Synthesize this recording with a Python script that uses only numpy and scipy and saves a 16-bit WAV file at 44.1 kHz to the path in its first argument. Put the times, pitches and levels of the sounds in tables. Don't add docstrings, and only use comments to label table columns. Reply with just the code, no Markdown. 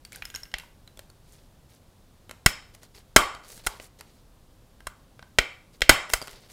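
import sys
import numpy as np
from scipy import signal
from scipy.fft import rfft, irfft, next_fast_len
from scipy.io import wavfile
from scipy.ndimage import map_coordinates

SR = 44100
rng = np.random.default_rng(int(sys.argv[2]) if len(sys.argv) > 2 else 0)


def unload_wav(signal):
    wavfile.write(
        sys.argv[1],
        SR,
        np.round(np.clip(np.atleast_2d(signal).T, -1, 1) * 32767).astype(np.int16),
    )


N = 287752

# start_s, level_db, brightness_db, part_hz, part_db
KNOCKS = [(0.05, -36, -5, 4580, 6.5), (.121, -36, -7, 1650, -10), (0.129, -39, -2, 2280, 12),
          (.147, -38, -18, 3950, 0), (.159, -37.5, 2, 1550, 14), (.222, -23, -31, 2460, -2),
          (0.253, -29.5, -6, 5160, 7), (0.301, -36.5, -7, 6900, 4), (0.342, -31, -15, 1570, 10),
          (0.349, -22.5, -17, 5460, 14), (.359, -29, 0, 6630, 7), (.433, -31, -12.5, 5340, 15.5),
          (0.454, -43, -15, 2200, -9), (0.516, -43.5, -14, 2930, 0), (.584, -32.5, -3.5, 2760, -6),
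          (0.598, -34.5, -16, 2840, 0), (0.876, -40.5, -13, 4050, 9)]
LIGHT_EDGES = [300, 1300, 6000, 15000]
SOFT_CONTACT_S, HELD_T60_S = 0.0007, 0.022


def amp(db):
    return 10 ** (np.asarray(db) / 20)


def unit(x):
    return x / np.sqrt(np.mean(x ** 2) + 1e-20)


def along(points, hz):
    point_hz, value = np.transpose(points)
    return np.interp(np.log(hz + 1), np.log(point_hz + 1), value)


def filtered(x, response):
    size = next_fast_len(len(x) + SR // 4)
    hz = np.fft.rfftfreq(size, 1 / SR)
    return irfft(rfft(x, size) * response(hz), size)[:len(x)]


def coloured(x, spectrum):
    return unit(filtered(x, lambda hz: amp(along(spectrum, hz))))


def wobble(knots_per_s):
    knots = rng.standard_normal(int(N * knots_per_s / SR) + 4)
    return map_coordinates(knots, [np.arange(N) * knots_per_s / SR])


def resonance(hz, centre_hz, width_hz):
    return 1j * hz * width_hz / (centre_hz ** 2 - hz * hz + 1j * hz * width_hz)


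def add(track, start_s, sound):
    start = round(start_s * SR)
    track[start:start + len(sound)] += sound[:N - start]


def voiced(blow, edges_hz, levels_db):
    n = len(blow)
    hz, spectrum = np.fft.rfftfreq(n, 1 / SR), rfft(blow)
    power = 2 * np.abs(spectrum) ** 2 / n / (SR * 0.005)
    tone = []
    for low_hz, high_hz, db in zip(edges_hz, edges_hz[1:], levels_db):
        band_power = power[(hz >= low_hz) & (hz < high_hz)].sum()
        tone.append((np.sqrt(low_hz * high_hz), db - 10 * np.log10(band_power)))
    cepstrum = irfft(np.log(amp(along(tone, hz))), n)
    cepstrum[1:n // 2] *= 2
    cepstrum[n // 2:] = 0
    return irfft(spectrum * np.exp(rfft(cepstrum)), n)


def strike(contact_s, crack_db, tail_db, tail_t60_s, part_hz, part_db, part_t60_s):
    # centre_hz, width_hz, level_db
    body_modes = [(380, 1400, -6.5), (639, 220, -7), (1033, 330, -13), (1365, 90, -9), (1458, 190, -4.5),
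                  (1588, 110, -9.5), (1975, 140, -4.5), (2153, 110, -6), (2745, 160, -7.5), (3168, 150, -5),
                  (4036, 70, -13.5), (4810, 400, -10.5), (5293, 170, -4.5), (6760, 120, -8.5),
                  (7600, 200, -5), (8320, 340, -3), (9580, 290, -8.5)]
    t = np.arange(int(SR * 0.6) // 2 * 2) / SR
    push = t / contact_s * np.exp(1 - t / contact_s)
    onset = 1 - np.exp(-t / contact_s)

    def sine(hz):
        return np.sin(2 * np.pi * (hz * (1 + 0.01 * rng.normal()) * t + rng.random()))

    ring = onset * amp(part_db - 60 * t / part_t60_s) * sine(part_hz)
    for hz, width_hz, db in body_modes:
        swell = signal.lfilter([1], [1, -np.exp(-np.pi * width_hz / SR)], push + 1e-20)
        ring += amp(db + 0.32 * rng.normal()) * swell / swell.max() * sine(hz)
    noise_level = amp(crack_db) * push + amp(tail_db - 60 * t / tail_t60_s) * onset
    softening = signal.butter(2, 11500, fs=SR)
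    noise = signal.lfilter(*softening, rng.standard_normal(len(t)))
    return ring + noise_level * noise


def room(x):
    # centre_hz, t60_s
    decay = [(150, 0.15), (500, .44), (1200, 0.47), (3000, 0.4), (7000, 0.42), (14000, 0.18)]
    # centre_hz, level_db
    wall_colour = [(100, -13), (300, -0.5), (600, -2.5), (780, 2), (1050, 0.5), (1750, -2.5), (3100, -1.5),
                   (6000, -7.5), (14000, -3)]
    hz, t, z = signal.stft(rng.standard_normal(int(SR * 0.6)), SR, nperseg=256)
    buildup = 1 - np.exp(-t / 0.0025)
    fade = amp(-60 * t / along(decay, hz)[:, None]) * buildup
    tail = signal.istft(z * fade, SR, nperseg=256)[1]
    wet = signal.fftconvolve(x, tail / np.linalg.norm(tail))[:len(x)]
    return filtered(wet, lambda f: amp(along(wall_colour, f)))


def still_air():
    # centre_hz, level_db_per_hz
    air_spectrum = [(12, -29.5), (20, 0), (59, -7), (112, -7.5), (175, -12), (464, -22), (505, -19),
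                    (667, -23), (1010, -26), (2210, -34.5), (3750, -32.5), (6180, -36.5), (10500, -38),
                    (15500, -41.5)]
    return amp(-56) * coloured(rng.standard_normal(N), air_spectrum)


def paper():
    # centre_hz, level_db_per_hz
    rub_spectrum = [(240, -23), (400, 4.5), (1190, -8.5), (1420, -7), (2090, -3.5), (2620, -7),
                    (4670, -2.5), (8000, -21), (10400, -49), (17600, -120)]
    hiss_spectrum = [(2500, -23), (6000, 4.5), (10000, 3), (15500, -4)]
    # start_s, length_s, rub_db, hiss_re_rub_db
    slides = [(0.109, 0.13, -54.5, -5), (1.227, 0.29, -63.5, -4), (1.682, 0.12, -67, 1),
              (2.73, 0.039, -61.5, -2), (2.813, 0.062, -54.5, -7), (2.937, 0.097, -53, -6),
              (3.424, 0.12, -55.5, -0.5), (3.487, 0.18, -55, 0.5), (3.633, 0.066, -53.5, -2),
              (3.685, 0.13, -53, -6), (3.797, 0.09, -55, 2), (3.986, 0.025, -53.5, -3),
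              (4.04, 0.22, -67, -3.5), (5.725, 0.057, -62, -4), (6.102, 0.1, -49, 5.5),
              (6.212, 0.16, -53.5, -1.5), (6.308, 0.23, -56, -7.5), (6.487, 0.086, -55, -1)]
    rise_share, fall_share = 0.2, 0.52

    def grain(spectrum):
        noise = rng.standard_normal(N)
        catches = amp(3.5 * wobble(500) + 2 * wobble(60) + 1.5 * wobble(18))
        return coloured(noise * catches, spectrum)

    out, t = np.zeros(N), np.arange(N) / SR
    rub, hiss = grain(rub_spectrum), grain(hiss_spectrum)
    for start_s, length_s, rub_db, hiss_re_rub_db in slides:
        u = (t - start_s) / length_s
        speed = np.clip(np.minimum(u / rise_share, (1 - u) / fall_share), 0, 1)
        out += amp(rub_db) * speed * (rub + amp(hiss_re_rub_db) * hiss)
    return out


def jingle(contacts_per_s=500):
    # centre_hz, width_hz, level_db
    steel_modes = [(1604, 61, 11.5), (1930, 200, 4), (2870, 240, -3), (5300, 280, -3), (6550, 260, -6),
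                   (11100, 900, -5), (13000, 900, -1)]
    jingle_re_knock_db, jingle_t60_s = -27.5, 0.31
    t = np.arange(N) / SR
    contacts = (rng.random(N) < contacts_per_s / SR) * rng.standard_normal(N)

    def steel_response(hz):
        return sum(amp(db) * resonance(hz, centre_hz, width_hz) for centre_hz, width_hz, db in steel_modes)

    steel = filtered(contacts, steel_response)
    energy = np.zeros(N)
    for start_s, level_db, *_ in KNOCKS:
        fade_db = -60 * np.abs(t - start_s) / jingle_t60_s
        energy += (t > start_s) * amp(level_db + jingle_re_knock_db + fade_db) ** 2
    shaken = unit(steel) * np.sqrt(energy)
    return shaken + amp(-6) * room(shaken)


def taps():
    # start_s, level_db, brightness_db, part_hz, part_db
    contacts = [(.635, -44.5, -19, 970, 8), (0.973, -45, -1, 3350, 4), (.992, -36, -2.5, 590, 2),
                (1.1, -49, 0, 4370, 7), (2.294, -37, -8.5, 2100, -11), (2.311, -33, -4, 2070, -2),
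                (2.749, -45.5, 0.5, 5250, -12), (2.832, -44.5, -2, 4600, -10),
                (3.349, -35.5, -9.5, 4570, 0), (3.525, -47, -12, 1270, -9), (3.577, -46, 4, 6570, -7),
                (3.665, -27, 3, 3840, -1), (3.799, -33, -16.5, 2970, -3), (4.009, -36.5, -2.5, 4670, -7),
                (4.805, -44.5, -11.5, 1560, 2), (5.193, -39.5, -18.5, 1563, 2),
                (5.226, -37, -20.5, 1544, 1.5), (5.807, -38, -4.5, 3000, -12), (6.095, -38, -2, 2950, -4.5),
                (6.1, -29.5, -3.5, 2670, -5), (6.216, -27, -10, 4870, 10), (6.224, -32, -5, 4600, 6),
                (6.273, -37, -2.5, 4650, -4), (6.28, -34, -7, 3900, -13)]
    low_db = -2.5
    out = np.zeros(N)
    for start_s, level_db, bright_db, part_hz, part_db in contacts:
        blow = strike(SOFT_CONTACT_S, crack_db=14.5, tail_db=-10, tail_t60_s=0.3,
                      part_hz=part_hz, part_db=part_db + 10.5, part_t60_s=HELD_T60_S)
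        levels_db = level_db + np.array([low_db, 0, bright_db])
        add(out, start_s, amp(-7) * voiced(blow, LIGHT_EDGES, levels_db))
    return out + amp(-11.5) * room(out)


def rattles():
    low_db = -21
    out = np.zeros(N)
    for start_s, level_db, bright_db, part_hz, part_db in KNOCKS:
        blow = strike(SOFT_CONTACT_S, crack_db=15.5, tail_db=-7.5, tail_t60_s=0.37,
                      part_hz=part_hz, part_db=part_db + 10.5, part_t60_s=HELD_T60_S)
        levels_db = level_db + np.array([low_db, 0, bright_db])
        add(out, start_s, amp(-5.5) * voiced(blow, LIGHT_EDGES, levels_db))
    return out + amp(-11.5) * room(out)


def clacks():
    # start_s, level_db, thud_db, knock_db, hollow_db, snap_db (bands
    # against level_db), contact_s, room_db, part_hz, part_db
    blows = [(0.5398, -24, -26, -9.5, -18, -19, 0.00046, -16, 830, 14),
             (2.461, -9, -2.5, -12.5, -9.5, -2, .0012, -17, 5250, 10),
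             (3.162, -3, -7.5, -3, -2, -2, .0013, -15, 1198, 5.5),
             (3.668, -24, -30, -9, 0.5, 1.5, 0.0013, -18.5, 860, 8),
             (4.869, -35.5, -18, -6, 5.5, 1, 0.0012, -16.5, 1550, 5.5),
             (5.3855, -11, -18.5, -4.5, -11.5, -11, .0014, -14.5, 2310, 6.5),
             (5.818, -15, -26.5, -8, -20, -13.5, .00092, -14.5, 2316, -14),
             (5.893, -1.5, -13.5, -5.5, -5.5, -3.5, 0.0015, -14.5, 1956, -2.5),
             (6.135, -18.5, -46, -6, -4, 2.5, 0.0014, -14.5, 4810, 6)]
    blow_edges = [70, 250, 850, 1400, 2500, 6000, 15000]
    # centre_hz, width_hz, level_db
    spring_modes = [(612, 42, 2.5), (1160, 130, 3.5), (1440, 130, 5.5), (2100, 210, 6), (2320, 90, 5),
                    (2680, 120, 0.5), (3120, 150, 10), (3780, 72, 7), (4410, 200, 1.5), (5210, 200, 8),
                    (6740, 200, 1), (7300, 300, 4), (7800, 200, 3.5)]
    shell_db, rail_db = 1, -1

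    def steel_response(hz):
        return 1 + sum(amp(db) * resonance(hz, centre_hz, width_hz)
                       for centre_hz, width_hz, db in spring_modes)

    out = np.zeros(N)
    spread = filtered(signal.unit_impulse(SR // 4 * 2), steel_response)
    for (start_s, level_db, thud_db, knock_db, hollow_db, snap_db,
         contact_s, room_db, part_hz, part_db) in blows:
        levels_db = level_db + np.array([thud_db, knock_db, hollow_db, shell_db, rail_db, snap_db])
        near = strike(contact_s, crack_db=6, tail_db=-11.5, tail_t60_s=0.14,
                      part_hz=part_hz, part_db=part_db + 2.5, part_t60_s=0.011)
        add(out, start_s, amp(-1) * voiced(near, blow_edges, levels_db))

        def part_response(hz):
            return 1 + amp(part_db - 5.5) * resonance(hz, part_hz, 150 + 0.055 * part_hz)

        wet = room(voiced(spread, blow_edges, levels_db))
        add(out, start_s, amp(room_db) * filtered(wet, part_response))
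    return out


def scene():
    return (still_air() + paper() + jingle() + taps() + rattles() + clacks())[None]


def overload(x, top, hardness):
    return x / (1 + np.abs(x / top) ** hardness) ** (1 / hardness)


def thump(x, centre_hz, width_hz):
    return filtered(np.abs(x), lambda hz: resonance(hz, centre_hz, width_hz))


def record(dry):
    low_pass_hz = 15650
    x = overload(dry[0], top=1.0, hardness=6)
    swing = overload(x, top=0.33, hardness=2)
    x = x + amp(-2) * thump(swing, centre_hz=35.8, width_hz=30)
    return filtered(x, lambda hz: 1 / np.sqrt(1 + (hz / low_pass_hz) ** 120))[None]


dry = scene()
out = record(dry)
unload_wav(out)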